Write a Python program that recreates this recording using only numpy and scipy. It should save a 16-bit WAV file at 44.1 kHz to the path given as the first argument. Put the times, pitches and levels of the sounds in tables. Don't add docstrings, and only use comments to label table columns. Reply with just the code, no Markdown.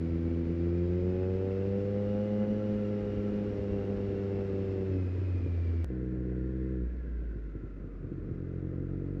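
import sys
import numpy as np
from scipy import signal
from scipy.fft import rfft, irfft, next_fast_len
from scipy.io import wavfile
from scipy.ndimage import uniform_filter1d

SR = 44100
rng = np.random.default_rng(int(sys.argv[2]) if len(sys.argv) > 2 else 0)


def unload_audio(sound):
    columns = np.transpose(np.atleast_2d(sound))
    steps = np.round(np.clip(columns, -1, 1) * 32767)
    wavfile.write(sys.argv[1], SR, steps.astype(np.int16))


N = 405719
TIME = np.arange(N) / SR
CUT_S = 5.845

# time_s, firing_hz
REVS_CRUISE = [(0, 83.1), (.5, 83.8), (.8, 86.9), (1.35, 94), (1.9, 100.8), (2.25, 103.5), (2.55, 104.6),
               (3.18, 102.2), (3.4, 103), (3.55, 101.1), (4, 99.1), (4.28, 98.8), (4.87, 96), (5.07, 90.5),
               (5.2, 92.6), (5.5, 86.9), (5.83, 82.6)]
REVS_SLOW = [(5.87, 63.2), (6.3, 62.5), (6.5, 64.2), (6.72, 64.3), (6.87, 59.6), (7, 61.1), (7.5, 51),
             (7.9, 45.2), (8.3, 45.7), (8.45, 44.5), (8.85, 45.7), (9.2, 47.4)]
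# time_s, opening_share
THROTTLE_CRUISE = [(0, 0.45), (.48, 0.5), (.75, 0.74), (1.4, 1), (2.1, 1), (2.6, 0.81), (3.2, 0.58),
                   (3.9, 0.59), (4.84, 0.71), (4.97, 0.11), (5.8, 0.01)]
THROTTLE_SLOW = [(5.885, 0.033), (5.905, .55), (6.7, 0.7), (6.8, 0.059), (7.95, .03), (8.1, 0.32),
                 (8.8, 0.6), (9.2, 0.54)]
# frequency_hz, relative_db
PIPE_CRUISE = [(40, -50), (110, 3), (250, 6.5), (295, -1), (345, 7.5), (420, -3), (530, 3), (620, -12),
               (715, -15.5), (825, -12.5), (950, -27), (1450, -22), (2500, -51.5), (6000, -94.5)]
PIPE_SLOW = [(35, -9), (90, -9.5), (135, 7.5), (190, 1.5), (238, -15.5), (280, -0.5), (325, 0), (385, -7.5),
             (500, -10), (580, -36), (720, -47), (900, -63), (2500, -65.5), (6000, -94)]
# pitch_hz, relative_db
PIPE_BOOM = [(44, -44), (55, -35), (63, -35.5), (87, -32), (100, -37), (105, -38), (126, -34), (165, -37.5),
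             (173, -36), (191, -42.5), (203, -36.5), (210, -34)]
# frequency_hz, relative_db
RUSTLE_CRUISE = [(400, -13.5), (900, -11.5), (1700, -11), (2000, -13), (2300, -14.5), (2700, -16.5),
                 (3400, -22.5), (5300, -28), (6200, -34), (7200, -36), (8000, -45), (11500, -48.5),
                 (13500, -56)]
RUSTLE_SLOW = [(400, -24.5), (850, -31), (1050, -14.5), (1200, -26), (1400, -12), (1900, -18.5),
               (2250, -23.5), (2600, -25), (3000, -33), (4200, -37), (7000, -45), (8000, -52),
               (13500, -60.5)]
# pitch_hz, width_hz, relative_db
CASE_RINGS = [(1348, 54, -17.5), (2040, 34, -17)]
# start_s, end_s, rise_db
CASE_RATTLES = [(2.5, 3.35, 7), (8.2, 9.3, 7)]
# frequency_hz, relative_db
WIND_ROAD_SPECTRUM = [(15, -33), (45, 3.5), (100, -4.5), (250, -1), (450, -4), (700, -20), (1000, -34.5),
                      (1600, -47), (6000, -99)]
# time_s, level_db
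WIND_ROAD_LEVELS = [(0, -43.5), (2.7, -43), (3.4, -39.5), (4.7, -40.5), (5.5, -44.5), (7.5, -48),
                    (9.2, -45)]
# centre_s, peak_db
BUFFETS = [(3.19, -32.5), (3.601, -31), (3.718, -32), (3.97, -41)]
# start_s, end_s, added_spread_share
BURBLES = [(5.12, 5.525, 0.23), (7.125, 8.318, 0.73)]
# start_s, relative_db
POPS = [(5.181, -25.5), (5.214, -27), (5.344, -27.5), (5.405, -25.5), (5.461, -23.5), (7.357, -29),
        (7.551, -26), (7.635, -26), (7.841, -30), (8.041, -26), (8.069, -30), (8.179, -28), (8.244, -29),
        (8.287, -25), (8.311, -22)]
# frequency_hz, relative_db
POP_SPECTRUM = [(25, -25), (100, 12.5), (190, -3.5), (320, 4.5), (480, -16.5), (640, -38), (1200, -57),
                (6000, -83)]


def gain_of(db):
    return 10 ** (np.asarray(db) / 20)


def unit_rms(x):
    return x / np.sqrt(np.mean(x ** 2) + 1e-20)


def curve(rows):
    return np.interp(TIME, *np.transpose(rows))


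def spells(rows, fade_s=.12):
    return sum(amount * np.clip(np.minimum(TIME - start, end - TIME) / fade_s + .5, 0, 1)
               for start, end, amount in rows)


def add(mix, start_s, sound):
    part = mix[round(start_s * SR):][:len(sound)]
    part += sound[:len(part)]


def ring(spectrum, size=16384, lag_below_hz=400):
    hz, db = np.transpose(spectrum)
    f = np.fft.fftfreq(size, 1 / SR)
    log_gain = np.log(gain_of(np.interp(np.log(abs(f) + 1), np.log(hz + 1), db)))
    minimum_phase = np.exp(np.conj(signal.hilbert(log_gain)))
    smear = ((lag_below_hz - 1j * f) / (lag_below_hz + 1j * f)) ** 2
    return np.fft.ifft(smear * minimum_phase).real[:size // 2]


def coloured(x, spectrum):
    return unit_rms(signal.oaconvolve(x, ring(spectrum))[:N])


def above(x, hz):
    return signal.sosfiltfilt(signal.butter(4, hz, "high", fs=SR, output="sos"), x)


def resonate(x, hz, width_hz):
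    carrier = np.exp(2j * np.pi * np.cumsum(hz) / SR)
    pole = np.exp(-np.pi * width_hz / SR)
    return 2 * (carrier * signal.lfilter([1 - pole], [1, -pole], x / carrier)).real


def drift(hz):
    size = next_fast_len(N)
    f = np.fft.rfftfreq(size, 1 / SR)
    return unit_rms(irfft(rfft(rng.standard_normal(size)) / (1 + (f / hz) ** 2), size)[:N])


def fuzzy_tone(hz, width_hz):
    angle = 2 * np.pi * np.cumsum(hz * np.ones(N)) / SR
    return unit_rms(drift(width_hz / 2) * np.cos(angle) + drift(width_hz / 2) * np.sin(angle))


def boom(firings, level_db, pipe, flutter_db, order):
    hz = order * np.gradient(firings) * SR
    pipe_phase = np.unwrap(np.angle(rfft(ring(pipe))))
    lag = np.interp(hz, np.linspace(0, SR / 2, len(pipe_phase)), pipe_phase)
    boom_db = np.interp(hz, *np.transpose(PIPE_BOOM)) + level_db + flutter_db * drift(8.8)
    return gain_of(boom_db) * np.sqrt(2) * np.cos(2 * np.pi * order * firings + lag)


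def firing_spread(opening, open_share=.063, shut_share=.15):
    return shut_share + (open_share - shut_share) * opening + spells(BURBLES)


def sharpen(sound, honk_hz, split_hz=600, neutral_hz=395, steepness=2.7, waver_db=3.5):
    top = above(sound, split_hz)
    return sound - top + top * (honk_hz / neutral_hz) ** steepness * gain_of(waver_db * drift(3.6))


def exhaust_bark(firings, level_db, honk_hz, unevenness, pipe, honk_gain, imbalance, puff, top_order=26):
    index = np.arange(int(firings[-1]) + 2)
    cylinders = imbalance * np.cos(2 * np.pi * index / 3)
    spread = np.interp(index, firings, unevenness)
    chance = np.clip(rng.standard_normal(len(index)), -2, 2)
    strength = np.exp(cylinders + spread * chance - spread ** 2)
    angle = 2 * np.pi * (firings % 1) + 1e-6
    all_orders = np.sin((top_order + .5) * angle) / (2 * np.sin(angle / 2)) - .5
    pulses = unit_rms(all_orders - np.cos(angle) - np.cos(2 * angle))
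    gas_share = puff + 4.8 * np.interp(firings, index, spread) ** 2
    gas = gas_share * unit_rms(np.exp(-(firings % 1) / .5) * rng.standard_normal(N))
    piped = coloured(pulses * np.interp(firings, index, strength) + gas, pipe)
    bark = sharpen(piped + honk_gain * resonate(piped, honk_hz, width_hz=110), honk_hz)
    power = uniform_filter1d(uniform_filter1d(bark ** 2, size=6000), size=6000)
    return gain_of(level_db) * bark / np.sqrt(power + 1e-9)


def machinery(firings, firing_hz, rustle, clatter, cases_db, whine_db, overtone_db, mesh_ratio=27.5):
    valves = coloured(rng.standard_normal(N), rustle)
    low, high = (gain_of(db + cases_db) * fuzzy_tone(hz, width_hz) for hz, width_hz, db in CASE_RINGS)
    cases = gain_of(spells(CASE_RATTLES)) * low + high
    whine = fuzzy_tone(mesh_ratio * firing_hz, width_hz=150)
    whine += gain_of(overtone_db) * fuzzy_tone(2 * mesh_ratio * firing_hz, width_hz=300)
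    throb = 1 + clatter * np.cos(2 * np.pi * firings)
    return unit_rms((valves + cases + gain_of(whine_db) * whine) * throb) * gain_of(.35 * drift(27))


def engine(revs, throttle, pipe, rustle, *, usual_hz, note_overrun_db, octave_db, octave_overrun_db,
           flutter_db, bark_db, bark_overrun_db, bark_db_per_octave, imbalance, puff,
           honk_shut_hz, honk_throttle_hz, honk_slope, honk_gain,
           machinery_db, clatter, cases_db, whine_db, overtone_db,
           burn_on_s=.096, overrun_below=.5, boom_load_db=5, bark_load_db=5.5):
    firing_hz, opening = curve(revs), np.clip(curve(throttle), 0, 1)
    firings = np.cumsum(firing_hz * (1 + .002 * drift(14))) / SR
    rev_octaves = np.log2(firing_hz / usual_hz)
    burn = np.maximum(opening, np.interp(TIME - burn_on_s, TIME, opening))
    starved = np.maximum(1 - burn / overrun_below, 0)
    overrun = np.maximum(1 - opening / overrun_below, 0)

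    eased_db = boom_load_db * (burn - 1)
    note = boom(firings, eased_db + note_overrun_db * overrun, pipe, flutter_db=1, order=1)
    octave = boom(firings, eased_db + octave_db + octave_overrun_db * starved, pipe, flutter_db, order=2)

    load_db = bark_load_db * (burn - 1) + bark_overrun_db * starved
    exhaust_db = bark_db + load_db + bark_db_per_octave * rev_octaves
    honk_hz = honk_shut_hz + honk_throttle_hz * opening + honk_slope * (firing_hz - usual_hz)
    bark = exhaust_bark(firings, exhaust_db, honk_hz, firing_spread(opening),
                        pipe, honk_gain, imbalance, puff)

    works = machinery(firings, firing_hz, rustle, clatter, cases_db, whine_db + 5 * overrun, overtone_db)
    works_db = machinery_db + 4.5 * rev_octaves - 1.6 * overrun
    return note + octave + bark + gain_of(works_db) * works


def wind_and_road(usual_db=-44, dulling=1.4, lumps_db=1.4, buffet_hz=65, buffet_s=.05):
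    level_db = curve(WIND_ROAD_LEVELS)
    roar = coloured(rng.standard_normal(N), WIND_ROAD_SPECTRUM)
    rush = above(roar, hz=520)
    roar = roar - rush + rush * gain_of(dulling * np.minimum(level_db - usual_db, 0))
    out = roar * gain_of(level_db + lumps_db * drift(25))
    t = np.arange(0, buffet_s, 1 / SR)
    for centre_s, peak_db in BUFFETS:
        thump = np.hanning(len(t)) * np.sin(2 * np.pi * (buffet_hz * t + rng.random()))
        add(out, centre_s - buffet_s / 2, gain_of(peak_db) * thump)
    return out


def exhaust_pops(trim_db=-3):
    out, pop = np.zeros(N), ring(POP_SPECTRUM)
    for start_s, relative_db in POPS:
        add(out, start_s, gain_of(relative_db + trim_db) * pop / abs(pop).max())
    return out


def cut_click(peak_db=-31, decay_s=.002):
    out, t = np.zeros(N), np.arange(SR // 10) / SR
    add(out, CUT_S, gain_of(peak_db) * np.exp(-t / decay_s))
    return out


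def scene():
    cruise = engine(REVS_CRUISE, THROTTLE_CRUISE, PIPE_CRUISE, RUSTLE_CRUISE, usual_hz=95.25,
                    note_overrun_db=7.5, octave_db=1.43, octave_overrun_db=-16, flutter_db=2,
                    bark_db=-34, bark_overrun_db=-9, bark_db_per_octave=-13, imbalance=.016, puff=.37,
                    honk_shut_hz=280, honk_throttle_hz=148, honk_slope=4.87, honk_gain=7.7,
                    machinery_db=-57, clatter=.069, cases_db=2.5, whine_db=-12.5, overtone_db=-15)
    slow = engine(REVS_SLOW, THROTTLE_SLOW, PIPE_SLOW, RUSTLE_SLOW, usual_hz=55,
                  note_overrun_db=4.5, octave_db=-4.5, octave_overrun_db=-14, flutter_db=.3,
                  bark_db=-35.5, bark_overrun_db=-11, bark_db_per_octave=.5, imbalance=.03, puff=.13,
                  honk_shut_hz=313, honk_throttle_hz=10, honk_slope=2.8, honk_gain=.28,
                  machinery_db=-63, clatter=.091, cases_db=3, whine_db=-8, overtone_db=-25)
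    before_cut = np.clip((CUT_S - TIME) * 400 + .5, 0, 1)
    motorcycle = before_cut * cruise + (1 - before_cut) * slow
    return (motorcycle + wind_and_road() + exhaust_pops() + cut_click())[None]


def record(dry):
    return signal.sosfilt(signal.ellip(8, .1, 80, 13500, fs=SR, output="sos"), dry)


dry = scene()
out = record(dry)
unload_audio(out)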